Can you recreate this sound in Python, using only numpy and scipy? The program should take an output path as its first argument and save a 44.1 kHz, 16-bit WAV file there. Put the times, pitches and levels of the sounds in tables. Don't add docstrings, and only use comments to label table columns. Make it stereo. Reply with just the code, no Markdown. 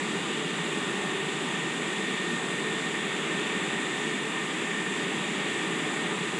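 import sys
import numpy as np
from scipy import signal
from scipy.fft import rfft, irfft, next_fast_len
from scipy.io import wavfile
from scipy.ndimage import uniform_filter1d

SR = 44100
rng = np.random.default_rng(int(sys.argv[2]) if len(sys.argv) > 2 else 0)


def master(y):
    cut = np.clip(np.atleast_2d(y).T, -1, 1)
    pcm = np.round(cut * 32767)
    wavfile.write(sys.argv[1], SR, pcm.astype(np.int16))


N = 281799


def undb(db):
    return 10 ** (np.asarray(db) / 20)


def over_hz(table, hz):
    row_hz, *columns = np.transpose(table)
    return [np.interp(np.log(hz), np.log(row_hz), column) for column in columns]


def over_time(table):
    time_s, *columns = np.transpose(table)
    return [np.interp(np.arange(N) / SR, time_s, column) for column in columns]


def wander(rate_hz):
    hold = int(SR / rate_hz)
    steps = np.repeat(rng.standard_normal(N // hold + 1), hold)
    return 1.24 * uniform_filter1d(uniform_filter1d(steps, hold), hold)[:N]


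def filtered(channels, response):
    edge = 4096
    size = next_fast_len(N + 2 * edge)
    padded = np.pad(channels, [(0, 0), (edge, size - N - edge)], mode="reflect")
    hz = np.maximum(np.fft.rfftfreq(size, 1 / SR), 1)
    return irfft(rfft(padded) * response(hz), size)[:, edge:edge + N]


def air_rush(swell_db=.15, flicker_db=.7, bright_hz=2050, bright_reach_octaves=.55):
    # frequency_hz, level_db
    air_spectrum = [(25, -120), (45, -108), (70, -91), (98, -80.5), (118, -77.5), (142, -62.5), (165, -58),
                    (440, -62), (520, -69.5), (555, -69), (655, -71.5), (800, -69), (1400, -71),
                    (1680, -70.5), (2010, -69.5), (2300, -68.5), (2950, -70.5), (3060, -74.5),
                    (3200, -71.5), (3650, -74.5), (5000, -95.5), (10600, -89)]
    # centre_hz, width_hz, peak_db
    duct_modes = [(204, 36, -61), (331, 42, -59.5), (391.5, 40, -59.5), (425.5, 33, -60), (766.6, 39, -66),
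                  (953, 250, -72), (1183, 184, -68.5), (193, 9, -59), (315, 10, -60), (347, 12, -62),
                  (387, 9, -58), (437, 10, -61), (600, 28, -68.5), (900, 36, -70.5), (1203, 32, -66.5),
                  (1450, 90, -75), (1110, 16, -73), (1512, 24, -72), (1835, 150, -66.7), (2870, 67, -74),
                  (3478, 445, -73), (4720, 840, -89.5)]
    # time_s, gain_db
    brightness = [(0, 0), (1.5, 0.9), (3, 2), (5.4, 3), (6.39, 1.3)]
    # time_s, gain_db
    blower_load = [(0, -0.5), (1.6, -0.33), (3.5, -0.4), (6.39, 0)]
    hz = np.maximum(np.fft.rfftfreq(N, 1 / SR), 1)
    power = undb(over_hz(air_spectrum, hz)[0]) ** 2
    for centre_hz, width_hz, peak_db in duct_modes:
        power += undb(peak_db) ** 2 / (1 + (2 * (hz - centre_hz) / width_hz) ** 2) ** 2
    spectrum = rfft(rng.standard_normal(N)) * np.sqrt(power * SR / 2)
    bright_db = over_time(brightness)[0]
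    swell = wander(1.83)
    rush = 0
    for octave in np.arange(4, 14.5, .5):
        band_share = np.clip(1 - 2 * np.abs(np.log2(hz) - octave), 0, 1)
        bright_share = np.clip(1.5 * (1 - abs(octave - np.log2(bright_hz)) / bright_reach_octaves), 0, 1)
        gain_db = bright_share * bright_db + swell_db * swell + flicker_db * wander(11)
        rush += irfft(spectrum * band_share, N) * undb(gain_db)
    return undb(over_time(blower_load)[0]) * rush


def blade_tone(pitch_hz, level_db, drift_hz, waver_db):
    cycles = np.cumsum(pitch_hz + drift_hz * wander(6)) / SR + rng.random()
    rms = undb(level_db + waver_db * wander(10))
    return np.sqrt(2) * rms * np.sin(2 * np.pi * cycles)


def fan_whine(first_hz=1838.9, second_hz=1788.1, upper_hz=2823):
    # time_s, level_db
    first_swell = [(0, -48.5), (.15, -46.5), (.38, -53), (.65, -44.3), (1.15, -45), (1.65, -42),
                   (1.85, -43), (2.1, -38.8), (2.5, -42), (2.7, -40.3), (2.95, -41.3), (3.25, -45),
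                   (3.5, -41.3), (4.05, -41.8), (4.25, -45), (4.45, -41.7), (4.85, -41.8), (5.05, -46),
                   (5.3, -42.8), (5.6, -44.5), (6, -41.5), (6.25, -47), (6.39, -43.5)]
    # time_s, level_db
    second_throb = [(0, -49.5), (.2, -52.5), (.5, -48), (.75, -55), (.92, -44.5), (1.15, -46), (1.37, -55),
                    (1.5, -48), (1.72, -55), (2.1, -46.5), (2.33, -42.5), (2.47, -54), (2.65, -45),
                    (2.82, -53), (3, -44), (3.2, -48.5), (3.5, -44.5), (3.68, -53), (3.8, -45), (4.15, -45),
                    (4.55, -49), (4.72, -42), (5, -46.5), (5.2, -54), (5.55, -41.5), (5.75, -43),
                    (5.95, -50), (6.1, -44.5), (6.39, -51)]
    # time_s, octave_db, upper_db
    high_swells = [(0, -60, -55), (.35, -55, -53), (.6, -59, -53), (1, -52.5, -53), (1.5, -62, -60),
                   (2.05, -60, -58), (2.3, -54, -57), (3, -53, -55), (3.4, -53.5, -56), (3.6, -51, -60),
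                   (4, -54, -62), (4.2, -61, -52), (4.6, -64, -58), (4.9, -58, -58), (5.5, -59, -56),
                   (6.39, -62, -57)]
    # pitch_hz, level_db
    faint_tones = [(1886, -58), (1929.6, -53), (1984, -55), (3677.5, -63.5)]
    octave_db, upper_db = over_time(high_swells)
    whine = blade_tone(first_hz, over_time(first_swell)[0], drift_hz=.5, waver_db=.5)
    whine += blade_tone(second_hz, over_time(second_throb)[0], drift_hz=1.1, waver_db=.7)
    whine += blade_tone(2 * second_hz, octave_db, drift_hz=1.2, waver_db=1.2)
    whine += blade_tone(upper_hz, upper_db, drift_hz=2.5, waver_db=1.5)
    for pitch_hz, level_db in faint_tones:
        whine += blade_tone(pitch_hz, level_db, drift_hz=1.1, waver_db=1.8)
    return whine


def louvre_whistle(pitch_hz=4825, width_hz=50):
    # time_s, level_db
    envelope = [(0, -64), (.6, -70), (1.3, -76), (2.5, -76), (4.3, -77), (5.2, -67), (6.39, -69)]
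    band_hz = pitch_hz + width_hz * np.array([-.5, .5])
    hiss = signal.sosfilt(signal.butter(2, band_hz, "band", fs=SR, output="sos"), rng.standard_normal(N))
    return hiss / hiss.std() * undb(over_time(envelope)[0])


def stereo_image(direct_air, scattered_air, tones):
    # frequency_hz, left_minus_right_db, left_lead_rad, correlation
    left_right = [(40, .1, 0, .93), (72, .3, 0, .88), (105, .15, 0, .965), (130, 0, 0, .998),
                  (150, 0, 0, .9995), (180, 0, 0, .9998), (330, 0, .015, .9983), (460, 0, .05, .995),
                  (520, -.1, .07, .988), (600, .6, .11, .971), (690, .7, .04, .974), (800, .35, .06, .985),
                  (900, .2, .04, .986), (1040, .25, .11, .972), (1200, .5, .14, .967),
                  (1370, .7, .07, .965), (1580, .4, .03, .978), (1840, .75, .18, .95), (2100, .9, .2, .95),
                  (2800, 1.1, .27, .94), (3150, .95, .02, .885), (3620, .2, .02, .94),
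                  (4150, .35, .08, .89), (4800, -.4, .04, .905), (5500, 0, .08, .86), (6200, -3, .25, .57),
                  (7000, -3, 1.4, .72), (7500, 0, 1.4, .86), (8100, 2, 1.05, .72), (9400, 1.5, 1.05, .53),
                  (10500, -.3, .2, .71)]
    opposite, both = np.array([[1], [-1]]), np.ones((2, 1))

    def correlation(hz):
        return np.clip(over_hz(left_right, hz)[2], 0, 1)

    def panning(hz):
        pan_db, lead_rad, _ = over_hz(left_right, hz)
        return undb(opposite * pan_db / 2) * np.exp(1j * opposite * lead_rad / 2)

    in_phase = filtered(both * direct_air, lambda hz: np.sqrt((1 + correlation(hz)) / 2))
    antiphase = filtered(opposite * scattered_air, lambda hz: np.sqrt((1 - correlation(hz)) / 2))
    return filtered(in_phase + antiphase + both * tones, panning)


def port_resonance(hz):
    # centre_hz, width_hz
    cavities = [(7626, 680), (7350, 580)]
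    return np.array([1 / (1 - (hz / centre_hz) ** 2 + 1j * hz * width_hz / centre_hz ** 2)
                     for centre_hz, width_hz in cavities])


def scene():
    return stereo_image(direct_air=air_rush(), scattered_air=air_rush(),
                        tones=fan_whine() + louvre_whistle())


def record(dry, treble_fall_hz=10790, treble_end_hz=11600, hiss_from_hz=13200, top_hz=15150):
    heard = filtered(dry, port_resonance)
    heard = signal.sosfilt(signal.cheby1(8, .3, treble_fall_hz, fs=SR, output="sos"), heard)
    heard = signal.sosfilt(signal.ellip(10, .3, 50, treble_end_hz, fs=SR, output="sos"), heard)
    common, left, right = rng.standard_normal((3, N))
    hiss = undb(-68) * (common + 0.92 * np.array([left, right]))
    hiss = signal.sosfilt(signal.ellip(8, .5, 70, hiss_from_hz, "high", fs=SR, output="sos"), hiss)
    return signal.sosfilt(signal.ellip(12, .3, 60, top_hz, fs=SR, output="sos"), heard + hiss)


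dry = scene()
out = record(dry)
master(out)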